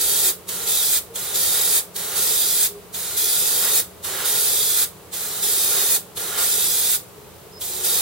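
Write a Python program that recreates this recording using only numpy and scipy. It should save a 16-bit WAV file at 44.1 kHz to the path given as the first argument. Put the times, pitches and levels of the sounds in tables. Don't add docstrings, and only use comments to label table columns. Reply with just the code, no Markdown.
import sys
import numpy as np
from scipy import signal
from scipy.fft import rfft, irfft, next_fast_len
from scipy.io import wavfile
from scipy.ndimage import uniform_filter1d

SR = 44100
rng = np.random.default_rng(int(sys.argv[2]) if len(sys.argv) > 2 else 0)


def put_to_file(sound):
    columns = np.atleast_2d(sound).T
    safe = np.clip(columns, -1, 1)
    whole_steps = np.round(safe * 32767)
    wavfile.write(sys.argv[1], SR, whole_steps.astype(np.int16))


N = 353241
T = np.arange(N) / SR

# f/Hz, relative level/dB
FAN_SPECTRUM = [(20, -34), (40, -25), (65, -11), (100, -3), (150, -4), (200, -5), (250, -13.5), (330, -6.5),
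                (460, -4), (560, -6.5), (780, -10.5), (1200, -12.5), (1800, -21), (4000, -23), (9000, -41)]
# f/Hz, level/dB, wavering share/0-1, skirt width/Hz
HUM_LINES = [(57.5, -60.5, 0.6, 8), (82.4, -58, 0.85, 11), (118.5, -66, 0.55, 7.3), (180.2, -55, 0.45, 16)]
# f/Hz, relative level/dB
MIC_SPECTRUM = [(1000, -2.5), (4000, -4), (5500, -5), (7500, -3), (11000, -2), (15700, -2)]
# t/s, length/s, f/Hz, level/dB
HOOT_CUES = [(0.251, 0.062, 365, -41.5), (1.091, 0.061, 459, -44.5), (2.692, 0.11, 409, -40.5),
             (7.69, 0.25, 369, -46)]
# level against the direct sound/dB, t60/s
ROOM_TAILS = [(-2.5, 0.18), (-12, 0.29)]
# delay/s, extra path per nozzle distance/(m/m), level/dB
WALL_ECHOES = [(.00085, .12, -15), (.0011, 0.82, -12), (.0014, -0.69, -11.5), (.0017, -1, -7),
               (.0021, 2.1, -7), (.0028, .7, -11.5), (.0036, 1.7, -7), (.0045, -1.9, -5.5)]
# t/s, nozzle to lure/m
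HAND_PATH = [(0, 0.037), (.35, 0.022), (.75, 0.045), (1.05, 0.087), (1.5, 0.021), (2.25, 0.033),
             (2.75, 0.091), (3.2, 0.069), (3.7, 0.013), (4.05, 0.0048), (4.5, 0.038), (5, 0.098),
             (5.7, .011), (6.25, 0.01), (7.05, 0.1), (7.5, 0.11), (8, .005)]
# f/Hz, relative level/dB
ROAR_SPECTRUM = [(60, -22), (170, -15), (260, -18.5), (330, -7.5), (400, 1.5), (480, 0), (620, -9),
                 (820, -4), (950, -13), (1400, -24.5)]
# f/Hz, relative level/dB
EDGE_SPECTRUM = [(600, -18), (820, -13), (1020, -5), (1250, -2), (1400, -2.5), (1530, -7.5), (1680, -0.5),
                 (1790, -8.5), (1910, -5.5), (2200, -6), (2550, -12.5), (3000, -4), (6000, -15)]
# f/Hz, level against the rush/dB, width/Hz
LURE_RINGS = [(1423, -11, 38), (1919, -15.5, 26)]
# t/s, half length/s, swell/dB
EDGE_CROSSINGS = [(1.597, .06, 5), (2.17, 0.066, 5), (3.664, 0.054, 8.5), (4.22, 0.11, 8),
                  (4.82, 0.059, 4.5), (5.79, .06, 7), (6.393, 0.076, 9)]
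# t/s, f/Hz, level/dB
SQUEAK_CURVE = [(7.51, 5150, -75), (7.532, 5080, -49), (7.549, 5080, -56), (7.572, 5100, -50),
                (7.59, 5100, -48), (7.605, 4950, -75)]
# f/Hz, relative level/dB
AIR_SPECTRUM = [(900, -14), (1800, -12.5), (2600, -9.5), (2900, -8), (3300, -6), (3750, 2.5), (4400, -2.5),
                (5700, -2.5), (7300, 1.5), (10500, 2.5), (13500, 1.5), (15700, 2.5)]
# f/Hz, relative level/dB
SPIT_SPECTRUM = [(1500, -43), (2700, -5), (3400, 11), (4000, -12), (5000, -12), (9000, -11)]
# f/Hz, relative level/dB
PAINT_SPECTRUM = [(900, -26.5), (1800, -13), (2200, -14.5), (2550, -10), (2950, -14.5), (3400, -0.5),
                  (3750, 2), (4200, -4.5), (4650, 0.5), (5500, -3.5), (7500, 0.4), (10400, 3), (13500, 1.5),
                  (15700, 2.5)]
# f/Hz, relative level/dB
FLARE_SPECTRUM = [(700, -38), (1500, -8.5), (2500, -6.5), (2900, -14), (3600, -4.5), (5500, -8.5),
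                  (7800, 5.5), (11000, 1.5), (15700, 5)]
# air on/s, paint on/s, air off/s, flare/dB, puff against the airflow/dB, spit/dB
TRIGGER_STROKES = [(-.4, -.2, .31, -19.5, -10, -60), (.485, .666, .986, -20, 0, -40),
                   (1.153, 1.342, 1.799, -18.5, -2, -37), (1.957, 2.154, 2.672, -20.5, -1, -40),
                   (2.941, 3.166, 3.809, -19, -4, -42), (4.04, 4.246, 4.847, -22.5, -10, -46),
                   (5.13, 5.42, 5.972, -19.5, -16, -43), (6.168, 6.374, 6.964, -22.5, -7, -34),
                   (7.612, 7.836, 8.4, -20, -9, -37)]


def gain_of(db):
    return 10 ** (np.asarray(db) / 20)


def noise(gain):
    size = next_fast_len(N)
    shaped = rfft(rng.standard_normal(size)) * gain(np.fft.rfftfreq(size, 1 / SR))
    x = irfft(shaped, size)[:N]
    return x / np.sqrt(np.mean(x ** 2) + 1e-20)


def hiss(spectrum):
    hz, db = np.transpose(spectrum)
    return noise(lambda f: gain_of(np.interp(np.log(f + 1), np.log(hz + 1), db)))


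def band(hz, width_hz):
    return noise(lambda f: 1 / (1 + (2 * (f - hz) / width_hz) ** 2))


def gate(starts, ends, rise, fall):
    return sum(np.clip((T - start) / rise + .5, 0, 1) * np.clip((end - T) / fall + .5, 0, 1)
               for start, end in zip(starts, ends))


def spread(source, side_db):
    mid, side = source(), gain_of(side_db) * source()
    return np.array([mid + side, mid - side])


def hum(hz, db, waver, width_hz):
    steady = np.sqrt(2) * np.sin(2 * np.pi * (hz * T + rng.random()))
    return gain_of(db) * (np.sqrt(1 - waver) * steady + np.sqrt(waver) * band(hz, width_hz))


def fan():
    rush = gain_of(-47) * spread(lambda: hiss(FAN_SPECTRUM), side_db=-6)
    hollow = gain_of(-53) * spread(lambda: band(hz=425, width_hz=69), side_db=-8)
    drone = sum(hum(*line) for line in HUM_LINES)
    return (rush + hollow + drone) * gain_of([[-.2], [.2]])


def hoots(waver=0.2):
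    tones = sum(gain_of(db) * gate([t], [t + length], rise=.033, fall=.013) * np.sin(2 * np.pi * hz * T)
                for t, length, hz, db in HOOT_CUES)
    return np.sqrt(2) * tones * (1 + waver * band(0, 80))


def room_tail(level):
    power = 0
    for db, t60 in ROOM_TAILS:
        decay = np.exp(-2 * np.log(1000) / (t60 * SR))
        power += gain_of(db) ** 2 * signal.lfilter([1 - decay], [1, -decay], level ** 2)
    return np.sqrt(power)


def nozzle_distance():
    return uniform_filter1d(np.interp(T, *np.transpose(HAND_PATH)), size=8000)


def wall_echoes(x, port_gap_s=1e-4, sound_m_per_s=343):
    away = nozzle_distance()
    fine = signal.resample_poly(x, 4, 1)
    fine_t = np.linspace(0, N / SR, len(fine), endpoint=False)
    echoes = np.zeros((2, N))
    for delay, slope, db in WALL_ECHOES:
        for port in echoes:
            lag = delay + slope * away / sound_m_per_s + port_gap_s * rng.uniform(-1.03, 1)
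            port += gain_of(db) * np.interp(T - lag, fine_t, fine, left=0)
    return echoes


def direct_path(x, lag_s=2.7e-5):
    size = next_fast_len(N)
    delay = np.exp(-2j * np.pi * np.fft.rfftfreq(size, 1 / SR) * lag_s)
    left = irfft(rfft(x, size) * delay, size)[:N]
    return np.array([left, x])


def valve_squeak():
    t, hz, db = np.transpose(SQUEAK_CURVE)
    pitch = np.interp(T, t, hz) + 130 * band(0, 497)
    level = gain_of(np.interp(T, t, db)) * (T > t[0]) * (T < t[-1])
    return np.sqrt(2) * level * np.sin(2 * np.pi * np.cumsum(pitch) / SR)


def jet_on_lure(roar_fall_db_per_m=87, rush_fall_db_per_m=46, miss_s=7.6, regain_db_per_s=50):
    air_on, paint_on, air_off = np.transpose(TRIGGER_STROKES)[:3]
    away = nozzle_distance()
    swell_db = sum(db * np.exp(-((T - t) / half) ** 2) for t, half, db in EDGE_CROSSINGS)
    aim_db = (T > miss_s) * np.minimum(-14.5 + regain_db_per_s * (T - miss_s), 0)
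    painting = gate(paint_on, air_off, rise=.058, fall=.04)
    roar_db = -41.5 - roar_fall_db_per_m * away + 2.5 * painting + 0.27 * swell_db
    rush_db = -40 - rush_fall_db_per_m * away + swell_db + aim_db
    roar = gain_of(roar_db) * spread(lambda: hiss(ROAR_SPECTRUM), side_db=-9.5)
    rings = sum(gain_of(db) * spread(lambda: band(hz, width), side_db=-10)
                for hz, db, width in LURE_RINGS)
    rush = gain_of(rush_db) * (spread(lambda: hiss(EDGE_SPECTRUM), side_db=-6) + rings)
    flowing = gate(air_on, air_off + .011, rise=.0088, fall=.036)
    panned = roar * gain_of([[-.5], [.5]]) + rush * gain_of([[-1.3], [1.2]])
    return np.hypot(flowing, room_tail(flowing)) * panned


def spray_layer(level, spectrum):
    diffuse = room_tail(level) * np.array([hiss(spectrum), hiss(spectrum)])
    return np.vstack([level * hiss(spectrum), diffuse])


def airbrush(flare_lead_s=0.077):
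    air_on, paint_on, air_off, flare_db, puff_db, spit_db = np.transpose(TRIGGER_STROKES)
    valve = gate(air_on, air_off, rise=.011, fall=.025)
    needle = gate(paint_on, air_off, rise=.018, fall=.022)
    leak = gain_of(-6) * gate(air_on - .011, air_on, rise=.023, fall=.0078)
    since = T - air_on[:, None]
    puff = gain_of(puff_db) @ np.exp(-((since - .006) / .0029) ** 2)
    spit = gain_of(spit_db) @ np.exp(-((since - .009) / .0084) ** 2)
    air = gain_of(-28.5) * (valve + leak + puff) * gain_of(0.27 * band(0, 42.1))
    flutter_db = 0.83 * band(74, 45) + 1.1 * band(0, 1800) + 0.43 * band(0, 60)
    paint = gain_of(-21) * needle * gain_of(flutter_db)
    flare = sum(gain_of(db) * gate([off - flare_lead_s], [off - .01], rise=.035, fall=.047)
                for off, db in zip(air_off, flare_db))
    return (spray_layer(air, AIR_SPECTRUM) + spray_layer(spit, SPIT_SPECTRUM)
            + spray_layer(paint, PAINT_SPECTRUM) + spray_layer(flare, FLARE_SPECTRUM))


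def scene():
    spray = airbrush()
    direct, diffuse = spray[0] + valve_squeak(), spray[1:]
    in_booth = direct_path(direct) + wall_echoes(direct) + diffuse
    return in_booth * gain_of([[-1.4], [.3]]) + jet_on_lure() + fan() + hoots()


def record(dry):
    mic_hiss = gain_of(-46.5) * np.array([hiss(MIC_SPECTRUM), hiss(MIC_SPECTRUM)])
    low_cut = signal.butter(2, 57, "highpass", fs=SR, output="sos")
    high_cut = signal.firwin(1023, 15840, window=("kaiser", 9), fs=SR)
    return signal.oaconvolve(signal.sosfilt(low_cut, dry + mic_hiss), high_cut[None], "same")


dry = scene()
out = record(dry)
put_to_file(out)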